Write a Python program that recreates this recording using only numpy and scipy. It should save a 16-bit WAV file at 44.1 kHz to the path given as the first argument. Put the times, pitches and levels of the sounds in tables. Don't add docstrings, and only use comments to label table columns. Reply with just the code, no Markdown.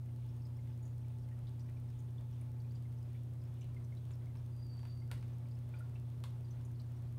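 import sys
import numpy as np
from scipy import signal
from scipy.fft import rfft, irfft
from scipy.io import wavfile
from scipy.ndimage import uniform_filter1d

SR = 44100
rng = np.random.default_rng(int(sys.argv[2]) if len(sys.argv) > 2 else 0)


def store_wav(level_fs):
    pcm = np.round(np.clip(np.atleast_2d(level_fs), -1, 1) * 32767)
    wavfile.write(sys.argv[1], SR, pcm.T.astype(np.int16))


N = 316638
TIME = np.arange(N) / SR
CUTOFF_HZ = 15750


def from_db(db):
    return 10 ** (np.asarray(db) / 20)


def in_time(rows):
    s, *columns = np.transpose(rows)
    return [np.interp(TIME, s, c) for c in columns]


def at_hz(points, hz):
    known_hz, values = np.transpose(points)
    return np.interp(np.log(hz + 1e-9), np.log(known_hz), values)


def noise(spectrum):
    gain = from_db(at_hz(spectrum, np.fft.rfftfreq(N, 1 / SR)))
    return irfft(rfft(rng.standard_normal(N)) * gain, N) * np.sqrt(SR / 2)


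def drift(rate):
    slow = irfft(rfft(rng.standard_normal(N)) / (1 + (np.fft.rfftfreq(N, 1 / SR) / rate) ** 2), N)
    return (slow - slow.mean()) / slow.std()


def ring(push, hz, t60):
    decay = from_db(-60 / (t60 * SR))
    step = 2 * np.pi * min(hz, SR / 2 - 1) / SR
    return signal.lfilter([0, np.sin(step)], [1, -2 * decay * np.cos(step), decay ** 2], push + 1e-18)


def whine(hz, width_hz):
    phase = 2 * np.pi * hz * TIME
    return drift(width_hz / 2) * np.cos(phase) + drift(width_hz / 2) * np.sin(phase)


def add(track, s, sound):
    start = int(np.clip(s * SR, 0, len(track) - 1))
    track[start:start + len(sound)] += sound[:len(track) - start]


def room(dry, early_db, early_t60, tail_db):
    # f/Hz, time to fade by 60 dB/s
    echo_times = [(300, 0.22), (2000, 0.31), (6000, 0.33), (15000, 0.23)]
    t = TIME[:SR // 2]
    edges_hz = np.geomspace(150, 19000, 8)
    tail = 0
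    for low, high in zip(edges_hz, edges_hz[1:]):
        band_filter = signal.butter(2, [low, high], "band", fs=SR, output="sos")
        band = signal.sosfilt(band_filter, rng.standard_normal(len(t)))
        tail += band * from_db(-60 * t / at_hz(echo_times, np.sqrt(low * high)))
    early = rng.standard_normal(len(t)) * from_db(-60 * t / early_t60) * (t > .001)
    echoes = from_db(early_db) * early / np.linalg.norm(early)
    echoes += from_db(tail_db) * tail / np.linalg.norm(tail)
    return dry + signal.fftconvolve(dry, echoes)[:N]


def pump(mains_hz, rotor_hz, waver_db):
    multiples = [(2, 0), (3, 0), (4, 0), (5, 0), (6, 0), (7, 0), (8, 0), (9, 0), (10, 0), (0, 3), (0, 5),
                 (2, -1), (2, 1), (4, -5)]
    tone_levels = [-43.5, -74.5, -63.5, -74.5, -74.5, -87.5, -80.5, -83.5, -84, -72.5, -54.5, -69, -62.6,
                   -67.5]
    # t/s, level/dB
    housing_levels = [(0, -79), (2.5, -80), (3.5, -87), (7.18, -80)]
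    hum = np.zeros(N)
    for (mains, rotor), level_db in zip(multiples, tone_levels):
        hz = mains * mains_hz + rotor * rotor_hz
        level = from_db(level_db + waver_db * hz / (2 * mains_hz) * drift(0.56))
        hum += level * np.sqrt(2) * np.sin(2 * np.pi * (hz * TIME + rng.random()))
    return hum + from_db(in_time(housing_levels)[0]) * whine(864.5, width_hz=25)


def circulation(ripple_db):
    # f/Hz, level/dB
    rumble = [(20, -103), (30, -92), (50, -79), (75, -78), (100, -82.5), (140, -78.5), (200, -89),
              (270, -88.5), (330, -93.5), (385, -91), (450, -101), (900, -125)]
    # f/Hz, relative level/dB
    wash_spectrum = [(250, -115), (480, -100), (620, -99), (760, -102), (1000, -104), (1500, -110.5),
                     (2400, -115), (3400, -117), (5000, -123), (8000, -132), (16000, -140)]
    # t/s, gain/dB
    flow = [(0, 0.5), (1, 0.5), (2, 0), (3, 0), (4, 1), (4.8, .5), (5.6, 2), (6.4, 2), (7.18, 2)]
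    # f/Hz, relative level/dB
    swish = [(1000, -128), (2200, -116), (2800, -111.5), (3200, -112.5), (3500, -108), (3900, -116),
             (5000, -125), (6500, -120), (9000, -134), (16000, -142)]
    wash = noise(wash_spectrum) * from_db(in_time(flow)[0] + ripple_db * drift(9.3))
    return noise(rumble) + wash + sloshing(first_s=.27, period_s=.418, swell_s=.11) * noise(swish)


def sloshing(first_s, period_s, swell_s):
    start_db, fade_db_per_s, spread_db = -1.5, -0.56, 1.5
    times = np.arange(first_s, N / SR, period_s)
    strengths = from_db(start_db + fade_db_per_s * times + spread_db * rng.standard_normal(len(times)))
    return sum(strength * np.exp(-((TIME - s) / swell_s) ** 2) for s, strength in zip(times, strengths))


def microphone():
    # f/Hz, level/dB
    hiss = [(1000, -123.5), (7000, -123.5), (7900, -125.5), (8750, -121), (9700, -123.5), (10400, -128),
            (11300, -122.5), (16000, -123.5)]
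    whines = from_db(-88.5) * whine(8740, width_hz=200) + from_db(-99) * whine(11400, width_hz=80)
    return noise(hiss) + whines


def bubble(hz, t60_at_1k, swell_s, rise):
    t = TIME[:SR // 20]
    t60 = t60_at_1k * np.sqrt(1000 / hz)
    level = (1 - np.exp(-t / swell_s)) * from_db(-60 * t / t60)
    pitch = hz * (1 + rise * (np.minimum(t / t60, 1) - .15))
    return level / level.max() * np.sin(2 * np.pi * np.cumsum(pitch) / SR)


def drip(hz, splash_db, splash_s, t60_at_1k, count):
    out = bubble(hz, t60_at_1k, swell_s=0.0031, rise=.14)
    for delay, pitch in rng.random((count, 2)):
        small_hz = min(hz * .88 * 1.9 ** (pitch ** 2), CUTOFF_HZ)
        small = bubble(small_hz, t60_at_1k=.011, swell_s=0.00044, rise=.1)
        gain = from_db(splash_db - 3.8 * delay) * rng.choice([-1, 1]) / np.sqrt(count)
        add(out, splash_s * delay ** 2, gain * small)
    return out / np.hypot(1, from_db(splash_db) / 2)


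def trickle(per_s, level_db, spread_db, low_hz, high_hz):
    out = np.zeros(N)
    for when, pitch, strength in rng.random((int(per_s * N / SR), 3)):
        hz = low_hz * (high_hz / low_hz) ** pitch
        burst = drip(hz, splash_db=4.5, splash_s=.01, t60_at_1k=.03, count=3)
        add(out, when * N / SR, from_db(level_db + spread_db * strength ** 2 - 4 * pitch) * burst)
    return out


def fizz(per_s, level_db, spread_db):
    popping = rng.random(N) < per_s * from_db(5 * drift(5)) / SR
    snaps = popping * rng.choice([-1, 1], N) * from_db(level_db + spread_db * rng.random(N) ** 2)
    pitches_hz = np.geomspace(2500, 13000, num=14)
    chosen = rng.integers(0, len(pitches_hz), N)
    return sum(ring(snaps * (chosen == k), hz, t60=14 / hz) for k, hz in enumerate(pitches_hz))


def radio_ticks(level_db, lead_db, buzz_db, buzz_s):
    first_s, period_s, burst_s = .0594, .1024, .00093
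    out, t = np.zeros(N), TIME[:SR // 500]
    for s in np.arange(first_s, N / SR, period_s):
        tick = from_db(buzz_db) * rng.standard_normal(len(t)) * np.exp(-t / buzz_s)
        tick[0] = 1
        add(out, s, from_db(level_db + lead_db) * tick)
        add(out, s + burst_s, from_db(level_db) * tick)
    return out


def soft_drips(per_s, level_db, spread_db, low_hz, high_hz):
    out = np.zeros(N)
    for k, (delay, pitch, strength) in enumerate(rng.random((int(per_s * N / SR), 3))):
        hz = low_hz * (high_hz / low_hz) ** pitch
        plink = drip(hz, splash_db=4.5, splash_s=.02, t60_at_1k=.046, count=16)
        add(out, (k + delay) / per_s, from_db(level_db + spread_db * strength) * plink)
    return out


def loud_drips(gain_db, splash_gain_db):
    # t/s, f/Hz, relative level/dB, relative splash level/dB
    drops = [(.451, 5050, -63.5, -9), (.587, 2120, -69, -13), (.827, 6804, -66, -10),
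             (.853, 6780, -63.5, -6), (1.314, 1860, -65, -9), (1.47, 3850, -61.5, -1),
             (1.594, 5020, -66.5, -3), (1.688, 1910, -63, 2), (1.768, 2410, -68, -9),
             (1.989, 6890, -65.5, -3), (2.181, 3510, -64.5, -13), (2.41, 9850, -63.5, -11),
             (2.751, 4823, -64.5, -3), (2.852, 2130, -69, -12), (3.146, 2260, -64.5, 0),
             (3.61, 6100, -64, 7), (3.614, 2790, -60, -3), (3.643, 2842, -65, 1), (3.765, 2120, -61, -13),
             (3.922, 2153, -63.5, -20), (3.969, 3910, -67, -6), (4.113, 7000, -66, -4),
             (4.268, 2170, -67, -14), (5.018, 2120, -67.5, -12), (5.105, 1450, -59, -15),
             (5.513, 4909, -66.5, -6), (5.738, 1410, -61, -10), (5.739, 2430, -59.5, -13),
             (5.788, 9600, -62, 3), (5.805, 1400, -56, -17), (5.956, 2700, -61.5, -6),
             (6.507, 6070, -65.5, -8), (6.65, 6900, -63, -1), (6.798, 4680, -60.5, 0)]
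    out = np.zeros(N)
    for s, hz, level_db, splash_db in drops:
        plink = drip(hz, splash_db + splash_gain_db, splash_s=0.02, t60_at_1k=0.053, count=16)
        add(out, s, from_db(level_db + gain_db) * plink)
    return out


def clicks(rub_db, rub_s):
    # t/s, strength/dB, f/Hz above which the touch is dulled
    touches = [(4.108, -45, 1600), (4.354, -43.5, 1000), (4.793, -47.5, 2000), (4.831, -39, 800),
               (4.853, -36, 800), (5.1145, -32.5, 5600), (5.227, -45, 2500), (6.239, -36.5, 6000)]
    # f/Hz, relative level/dB, time to fade by 60 dB/s
    case_tones = [(510, -16, 0.015), (1000, -10.5, 0.01), (1450, -7.5, 0.0042), (2074, -9, 0.0055),
                  (2760, -7, 0.0043), (3930, -4, 0.0022), (6000, -5, 0.0015), (9050, -2.5, 0.0012),
                  (13500, -4.5, 0.0011)]
    push, t = np.zeros(N), TIME[:SR // 20]
    for s, strength_db, dull_hz in touches:
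        contact = from_db(rub_db) * rng.standard_normal(len(t)) * np.exp(-t / rub_s)
        contact[0] = 1
        softness = np.exp(-2 * np.pi * dull_hz / SR)
        add(push, s, from_db(strength_db) * signal.lfilter([1 - softness], [1, -softness], contact))
    return sum((-1) ** k * from_db(db) * ring(push, hz, t60) for k, (hz, db, t60) in enumerate(case_tones))


def squeak(gain_db, flutter_db, jitter):
    # t/s, f/Hz, relative level/dB
    course = [(4.52, 4778, -85), (4.64, 4752, -71.5), (4.726, 4560, -73), (4.74, 4622, -68),
              (4.87, 4647, -76), (4.89, 4630, -68.5), (5.08, 4675, -86)]
    hz, level_db = in_time(course)
    sounding = (TIME > course[0][0]) & (TIME < course[-1][0])
    fade = uniform_filter1d(1. * sounding, size=600)
    phase = 2 * np.pi * np.cumsum(hz * (1 + jitter * drift(86))) / SR
    return fade * from_db(gain_db + level_db + flutter_db * drift(35)) * np.sin(phase)


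def bump(start_s, swell_s, hold_s, t60, gain_db):
    # f/Hz, relative level/dB
    thud = [(20, -106), (50, -74), (110, -66), (230, -77.5), (400, -99), (900, -125)]
    t = TIME - start_s
    swell = np.clip(t / swell_s, 0, 1)
    fade = from_db(-60 * np.maximum(t - swell_s - hold_s, 0) / t60)
    return from_db(gain_db) * swell * fade * noise(thud)


def scene():
    water = loud_drips(gain_db=0.5, splash_gain_db=12)
    water += trickle(per_s=40, level_db=-80.5, spread_db=11, low_hz=1503, high_hz=9000)
    water += soft_drips(per_s=3, level_db=-73.5, spread_db=5.5, low_hz=4520, high_hz=6000)
    water += fizz(per_s=70, level_db=-83, spread_db=10)
    mix = room(clicks(rub_db=-25, rub_s=0.0034), early_db=-5.5, early_t60=0.026, tail_db=-2.5)
    thin_tone = squeak(gain_db=1.5, flutter_db=2.5, jitter=0.0083)
    mix += room(thin_tone, early_db=-18, early_t60=.02, tail_db=-4)
    mix += pump(mains_hz=60, rotor_hz=17.512, waver_db=0.27) + circulation(ripple_db=1.08)
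    mix += room(water, early_db=-2.5, early_t60=0.049, tail_db=-8)
    mix += bump(start_s=5.11, swell_s=.015, hold_s=0.11, t60=0.16, gain_db=-6)
    mix += microphone() + radio_ticks(level_db=-49.5, lead_db=-6, buzz_db=-17, buzz_s=0.00024)
    return mix[None]


def record(dry):
    return signal.sosfilt(signal.ellip(12, .1, 70, CUTOFF_HZ, fs=SR, output="sos"), dry)


dry = scene()
out = record(dry)
store_wav(out)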